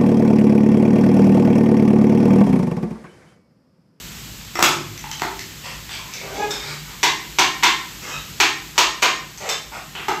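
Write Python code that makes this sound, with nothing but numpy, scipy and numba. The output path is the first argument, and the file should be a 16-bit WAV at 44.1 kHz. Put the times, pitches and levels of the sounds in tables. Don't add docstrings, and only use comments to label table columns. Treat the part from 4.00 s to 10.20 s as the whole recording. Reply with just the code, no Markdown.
import sys
import numpy as np
from scipy import signal
from scipy.fft import rfft, irfft, next_fast_len
from scipy.io import wavfile
from scipy.ndimage import uniform_filter1d
from numba import njit

SR = 44100
rng = np.random.default_rng(int(sys.argv[2]) if len(sys.argv) > 2 else 0)


def makeup_ratio(level_db):
    decades = np.asarray(level_db, float) / 20
    return 10 ** decades


def unload_wav(signal):
    wavfile.write(
        sys.argv[1],
        SR,
        np.round(np.clip(np.atleast_2d(signal).T, -1, 1) * 32767).astype(np.int16),
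    )


N = 273420
T = np.arange(N) / SR

# frequency in Hz, level in dB, t60 in seconds.
THUD = [(153, -1, 0.11), (351, 1, 0.15), (395, 6, 0.053), (486, 2, 0.027), (636, -8, 0.046)]
BOWL = [(725, -1.5, 0.05), (848, -3.5, 0.032), (985, 5.5, 0.024), (1067, 12, 0.006), (1265, -8, 0.09),
        (1407, -4, 0.024)]
WALL = [(1717, 0.29, 0.01), (2030, 1, 0.037), (2077, 1, 0.045), (2370, 0.34, 0.019), (2634, 0.57, 0.045)]
EDGE = [(3020, 1.5, 0.048), (3400, -1.5, 0.039), (3574, -12, 0.037), (3670, -4, 0.0049)]
RIM = [(4330, -20, 0.018), (4980, 19, 0.0023), (5470, -14, 0.025), (5690, 3, 0.02), (6300, 6.5, 0.016),
       (7670, 11.5, 0.0076), (8430, -10, 0.0071)]
# time in seconds, distance in metres.
DISTANCE = [
    (0, 0.46),
    (1.5, 0.4),
    (3, 1.1),
    (6.2, .8),
]


def convolve(x, h):
    size = next_fast_len(len(x) + len(h))
    return irfft(rfft(x, size) * rfft(h, size), size)[:len(x)]


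def colour(x, points):
    hz, db = np.transpose(points)
    grid = np.maximum(np.fft.rfftfreq(4096, 1 / SR), 1)
    log_gain = np.interp(np.log(grid), np.log(hz), db) * np.log(10) / 20
    cepstrum = irfft(log_gain)
    cepstrum[1:2048] *= 2
    cepstrum[2049:] = 0
    return convolve(x, irfft(np.exp(rfft(cepstrum))))


def unit(x):
    return x / np.sqrt(np.mean(x ** 2))


def walk(rate):
    hold = int(SR / rate)
    steps = np.repeat(rng.standard_normal(N // hold + 1), hold)
    slewed = uniform_filter1d(uniform_filter1d(steps, hold), hold)
    return unit(slewed[:N])


def add(out, s, sound):
    i = int(s * SR)
    out[i:i + len(sound)] += sound[:len(out) - i]


def background():
    # frequency in Hz, gain in dB.
    burner = [(150, -12.5), (300, 9), (600, -2.5), (1000, 1.5), (2000, 1.5), (3000, 3), (6000, -2),
              (9000, 3.5), (13000, 2), (17000, 1.5)]
    # time in seconds, level in dB.
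    flame = [(0, -38.5), (.5, -41), (2.9, -40.5), (4.2, -39.5), (5.3, -44), (6.2, -43)]
    # frequency in Hz, width in Hz, level in dB.
    rumble = [(53.3, 11.6, -1), (106.6, 15, -6), (147.4, 10, -4), (178, 88, -3.5), (70.6, 67, -9)]
    # time in seconds, level in dB.
    machines = [(0, -41), (.5, -43.5), (2.9, -46), (3.7, -46.5), (4.2, -44), (5.3, -50), (6.2, -46.5)]
    flame_db = np.interp(T, *np.transpose(flame)) + 0.39 * walk(2.6)
    hiss = unit(colour(rng.standard_normal(N), burner)) * makeup_ratio(flame_db)
    hum = np.zeros(N)
    for hz, width_hz, db in rumble:
        line = signal.lfilter(*signal.iirpeak(hz, hz / width_hz, fs=SR), rng.standard_normal(N))
        line = signal.lfilter(*signal.iirpeak(hz, hz / width_hz / 2, fs=SR), line)
        hum += unit(line) * makeup_ratio(db + 0.5 * walk(2.06))
    return hiss + hum * makeup_ratio(np.interp(T, *np.transpose(machines)))


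def ring(modes, detune=0., scatter_db=0.):
    hz, db, t60 = np.transpose(modes)[:, :, None]
    chance = rng.standard_normal((3, len(hz), 1))
    t = T[:SR // 8]
    phase = 2 * np.pi * hz * (1 + detune * chance[0]) * t + 2 * chance[2]
    level = makeup_ratio(db + scatter_db * chance[1] - 60 * t / t60)
    return (np.sin(phase) * level).sum(axis=0) / np.sqrt(len(hz))


def sink(t):
    return 1 - np.exp(-t / .0004)


def clatter(t, t60):
    fade = makeup_ratio(-60 * t / t60) * sink(t)
    even = rng.standard_normal(len(t))
    for share in (1, .3, .3, .2, .1):
        burst = rfft(even * fade ** share)
        even = irfft(burst / np.abs(burst), len(t))
    even *= fade ** .1
    return even * np.sqrt(np.sum(fade ** 2) / np.sum(even ** 2))


def blows():
    strikes = {"drop": (-13, -11, -16, -17.5, -7), "rap": (-17.5, -11.5, -7.5, -10, -14.5),
               "tick": (-39, -17, -10.5, -3.5, -12.5), "tap": (-20.5, -9.5, -7.5, -15, -17)}
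    # time in seconds, peak in dB,
    # belly in dB (more of the full bowl), edge in dB (more bare steel).
    drops = [
        (0.555, -15.5, -1.5, 0.5),
        (.593, -13, 10.5, 4.5),
        (.627, 5, -3.5, 3),
        (1.22, -8.5, 0, -4.5),
        (5.421, -35, 3, -18),
        (6.084, -9.5, 4, -4),
    ]
    raps = [
        (3.031, -5, -1, 1),
        (3.387, -1.5, 0.23, -1.2),
        (3.634, -2, -1.7, -0.073),
        (4.402, -2.5, 2.2, 0),
        (4.78, -1, -2.1, 0.39),
        (5.026, -2.5, 2, -1.8),
    ]
    ticks = [
        (.978, -29, -8, -4),
        (1.115, -22, 2, -2.5),
        (1.393, -23.5, -17, -3.5),
        (2.138, -26.5, -13, 0),
        (2.508, -23.5, 11, 2),
        (5.376, -33.5, 9, 2),
        (5.491, -14, 5, -3),
    ]
    taps = [
        (1.041, -27, -5, -12),
        (1.197, -29, 2, 10),
        (1.893, -29, 3, 4),
        (3.627, -9.5, -7, -8),
        (4.758, -36, 10, 9),
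        (5.022, -17.5, 6, 12.5),
        (5.952, -24, 1.5, -5),
        (5.996, -20, -3.5, -15),
        (6.163, -38, 3, 0),
    ]
    # time in seconds, peak in dB, Hz, t60 in seconds.
    pings = [(0.557, -18, 2040, 0.031), (.558, -24, 5500, 0.025), (1.117, -27, 3130, 0.045),
             (1.393, -33, 4330, .02), (1.393, -28, 1840, .02), (1.897, -27, 3610, 0.035),
             (2.508, -17.5, 3650, 0.054), (2.509, -20.5, 5230, 0.045), (2.509, -27, 6600, .02),
             (2.53, -36, 3740, .03), (5.492, -17.5, 3600, 0.053), (5.492, -16, 3130, 0.024),
             (5.495, -21, 5270, .04), (5.954, -21.5, 2960, 0.031), (3.032, -5, 2110, 0.027),
             (3.032, -11, 3860, 0.065), (3.388, -14, 3020, 0.055), (3.635, -13, 3550, .03),
             (4.402, -8, 2675, 0.043)]
    # time in seconds, peak in dB, Hz, t60 in seconds.
    bowl_notes = [(.558, -22.5, 1200, 0.016), (.591, -11.5, 760, 0.011), (.627, -4, 800, 0.015),
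                  (1.042, -30.5, 907, 0.058), (1.221, -16.5, 850, 0.018), (1.995, -32.5, 1005, 0.061),
                  (3.032, -6.5, 976, 0.037), (3.387, -9, 920, 0.033), (3.634, -9, 1029, 0.024),
                  (4.401, -15, 944, 0.04), (4.781, -13, 956, 0.043), (5.027, -11, 1000, 0.02),
                  (5.72, -38, 900, .06), (6.084, -14.5, 890, 0.021)]
    out = np.zeros(N)
    for way, table in (("drop", drops), ("rap", raps), ("tick", ticks), ("tap", taps)):
        for s, db, belly_db, edge_db in table:
            lean_db = [0.37 * belly_db, belly_db, 0.28 * edge_db, edge_db, 0.24 * edge_db]
            thud_db, bowl_db, wall_db, rim_db, top_db = np.add(strikes[way], lean_db)
            parts = [(THUD, thud_db), (BOWL, bowl_db), (WALL, wall_db),
                     (EDGE, min(wall_db, rim_db) - 9.0), (RIM, rim_db)]
            body = sum(makeup_ratio(part_db) * ring(part, detune=0.025, scatter_db=5.0) for part, part_db in parts)
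            t = T[:len(body)]
            hue = [(170, thud_db - 6.5), (350, thud_db + 13.0), (560, thud_db - 4.5),
                   (750, bowl_db + 1.5), (1250, bowl_db + 2.5), (2200, wall_db + 0.5),
                   (3300, wall_db - 3.0), (5500, rim_db - 6.5), (12000, rim_db + 1.5 + top_db)]
            clatter_t60 = 0.0074 + 0.023 * np.interp(s, *np.transpose(DISTANCE))
            fill = colour(clatter(t, clatter_t60), hue)
            add(out, s - .001, makeup_ratio(db - 3.5) * (makeup_ratio(-11) * body * sink(t) + makeup_ratio(10.0) * fill))
    for s, db, hz, t60 in pings:
        add(out, s - .001, makeup_ratio(db - 12.0) * ring([(hz, 0, t60), (hz - 140, -5, t60)]))
    for s, db, hz, t60 in bowl_notes:
        add(out, s - .001, makeup_ratio(db - 2) * ring([(hz, 0, t60), (hz + 60, -5, t60), (hz - 85, -5, t60)]))
    return out


def squeals():
    # start in seconds, end in seconds, start in Hz, end in Hz, level in dB.
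    glides = [
        (2.56, 2.70, 3550, 3850, -56),
        (4.012, 4.062, 2110, 2180, -55),
        (4.076, 4.128, 3130, 3100, -49),
        (4.101, 4.155, 2540, 2510, -47),
        (4.098, 4.18, 3850, 3710, -53),
        (4.11, 4.166, 1200, 1330, -49),
        (.6, 0.9, 146, 146, -48),
        (.62, .9, 107, 107, -47),
        (2.6, 2.92, 147.6, 147.4, -47),
    ]
    out = np.zeros(N)
    wobble, flutter = walk(120), walk(70)
    for start, end, start_hz, end_hz, db in glides:
        span = slice(int(start * SR), int(end * SR))
        along = (T[span] - start) / (end - start)
        hz = (start_hz + (end_hz - start_hz) * along) * (1 + 0.016 * wobble[span])
        swell = np.sqrt(np.abs(np.sin(np.pi * along)))
        tone = np.sin(2 * np.pi * np.cumsum(hz) / SR)
        add(out, start, swell * makeup_ratio(db + 2.9 * flutter[span]) * tone)
    return out


def drags():
    # start in seconds, length in seconds, level in dB, bowl in dB and thud in dB against it.
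    strokes = [(1.635, 0.09, -50.5, 0, -20), (1.897, 0.048, -47, -13, -21), (1.979, 0.17, -57.5, -2.5, -21),
               (2.122, 0.092, -48, -23, -9), (2.209, 0.136, -61, -13, 20.5), (2.339, 0.173, -51, 4, 9.5),
               (2.52, 0.21, -48, -5.5, -14), (2.842, 0.071, -61.5, 9, -18), (4.01, 0.14, -47.5, -3.5, -4),
               (5.399, 0.11, -54.5, -6, 16.5), (5.714, 0.052, -54, 11, -9)]
    slips_per_s, slip_scatter_db = 1500, 2
    attack_s, release_s, fade_db_per_s = 0.0077, 0.028, 14
    pressed = makeup_ratio(-60 * T[:SR // 8] / .012)
    out = np.zeros(N)
    for start, length, db, bowl_db, thud_db in strokes:
        t = T[:int((length + release_s) * SR)]
        chance = rng.random((3, SR // 2))[:, :len(t)]
        slip_db = slip_scatter_db * np.minimum(-np.log(chance[1]), 3)
        slips = (chance[0] < slips_per_s / SR) * makeup_ratio(slip_db) * np.sign(chance[2] - .5)
        wall, bowl, thud, rim = (
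            unit(convolve(slips, pressed * ring(part, detune=0.082, scatter_db=1.5)))
            for part in (WALL + EDGE, BOWL, THUD, RIM))
        touch = np.clip(np.minimum(t / attack_s, 1 - (t - length) / release_s), 0, 1)
        touch = touch * makeup_ratio(db - 3.0 - fade_db_per_s * t)
        add(out, start, touch * (wall + makeup_ratio(bowl_db) * bowl + makeup_ratio(thud_db) * thud + makeup_ratio(-1.5) * rim))
    return out * makeup_ratio(2.5 * walk(25))


def judder():
    # time in seconds, slip rate in Hz, level in dB.
    course = [
        (2.2, 383, -70),
        (2.241, 390.5, -44),
        (2.319, 395, -45),
        (2.371, 405.5, -48),
        (2.406, 419.2, -25.5),
        (2.49, 412.6, -51.5),
        (2.515, 411, -58),
        (2.679, 399, -50),
        (2.76, 377, -77),
    ]
    # multiple of the slip rate, level in dB.
    orders = [(1, 0.5), (2, 5.5), (3, -5), (4, -1), (5, -13), (6, -3.5), (7, -14), (8, -26), (9, -30),
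              (10, -28)]
    s, hz, db = np.transpose(course)
    span = slice(int(s[0] * SR), int(s[-1] * SR))
    slip_hz = np.interp(T[span], s, hz) * (1 + 0.014 * walk(60)[span])
    phase = 2 * np.pi * np.cumsum(slip_hz) / SR
    level_db = np.interp(T[span], s, db)
    grip_db = level_db - db.max()
    out = np.zeros(N)
    for k, order_db in orders:
        overtone_db = level_db - 8.5 + order_db + .2 * np.log2(k) * grip_db
        out[span] += makeup_ratio(overtone_db + 2.2 * walk(40.28)[span]) * np.sin(k * phase)
    return out


def kitchen(x, rise_s):
    # band centre in Hz, t60 in seconds.
    bands = [(250, 0.69), (500, 0.44), (1000, 0.42), (2000, 0.44), (4000, 0.41), (8000, 0.39),
             (14000, 0.23)]
    t = T[:SR]
    tail = np.zeros(SR)
    for hz, t60 in bands:
        limits = [hz / 2 ** .5, min(hz * 2 ** .5, .45 * SR)]
        band = signal.butter(2, limits, "band", fs=SR, output="sos")
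        tail += signal.sosfilt(band, rng.standard_normal(SR)) * makeup_ratio(-60 * t / t60)
    swell = 1 - np.exp(-(t / rise_s) ** 2)
    echoes = rfft(tail * swell)
    power = np.abs(echoes) ** 2
    levelling = np.sqrt(uniform_filter1d(power, size=500) / uniform_filter1d(power, size=40))
    tail = irfft(echoes * levelling, SR) * np.sqrt(swell) * (t < .9)
    return convolve(x, makeup_ratio(9) * tail / np.sqrt(np.sum(tail ** 2)))


def scene():
    pan = blows() + drags() + judder() + squeals()
    metres = np.interp(T, *np.transpose(DISTANCE))
    far = np.interp(T, [1.5, 2.8], [0, 1])
    walls = kitchen((1 - far) * pan, rise_s=0.0078) + kitchen(far * pan, rise_s=0.002)
    direct = makeup_ratio(-0.5) * pan / metres
    return (direct + walls + background())[None]


@njit
def follow(x, attack, release):
    e, y = 0., np.empty(len(x))
    for i in range(len(x)):
        e += (abs(x[i]) - e) * (attack if abs(x[i]) > e else release)
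        y[i] = e
    return y


def thin_treble(x):
    hz, _, cells = signal.stft(x, SR, nperseg=2048)
    band = uniform_filter1d(np.abs(cells) ** 2, size=5, axis=0)
    frame_db = 10 * np.log10(band.sum(axis=0) + 1e-12)
    loud_db = 0.47 * (frame_db - np.median(frame_db))
    uneven_db = np.repeat(4 * rng.standard_normal((129, len(frame_db))), 8, axis=0)[:len(hz)]
    top_db = np.clip((hz[:, None] - 13000) / 300, -1.5, 9)
    bar = makeup_ratio(-83.5 + uneven_db + top_db + loud_db) ** 2
    faint = (band < bar) & (hz[:, None] > 8000)
    cells[faint | (hz[:, None] > 16600)] = 0
    return signal.istft(cells, SR, nperseg=2048)[1][:N]


def band_limit(x):
    return signal.sosfilt(signal.butter(12, 16510, fs=SR, output="sos"), x)


def record(dry):
    # frequency in Hz, gain in dB.
    port = [(40, -3), (6500, 8), (7800, 5), (8500, -3), (9200, -19.5), (9700, -13), (10500, -5.5),
            (13000, 1), (15500, -5.5), (16500, -46)]
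    x = colour(dry[0], port)
    loud = follow(x, 1 / (0.0087 * SR), 1 / (.12 * SR))
    x = x * np.minimum(1, makeup_ratio(-20.0) / (loud + 1e-9)) ** 0.19
    x = np.tanh(1.16 * x) / 1.16
    return band_limit(thin_treble(x)[None])


dry = scene()
out = record(dry)
unload_wav(out)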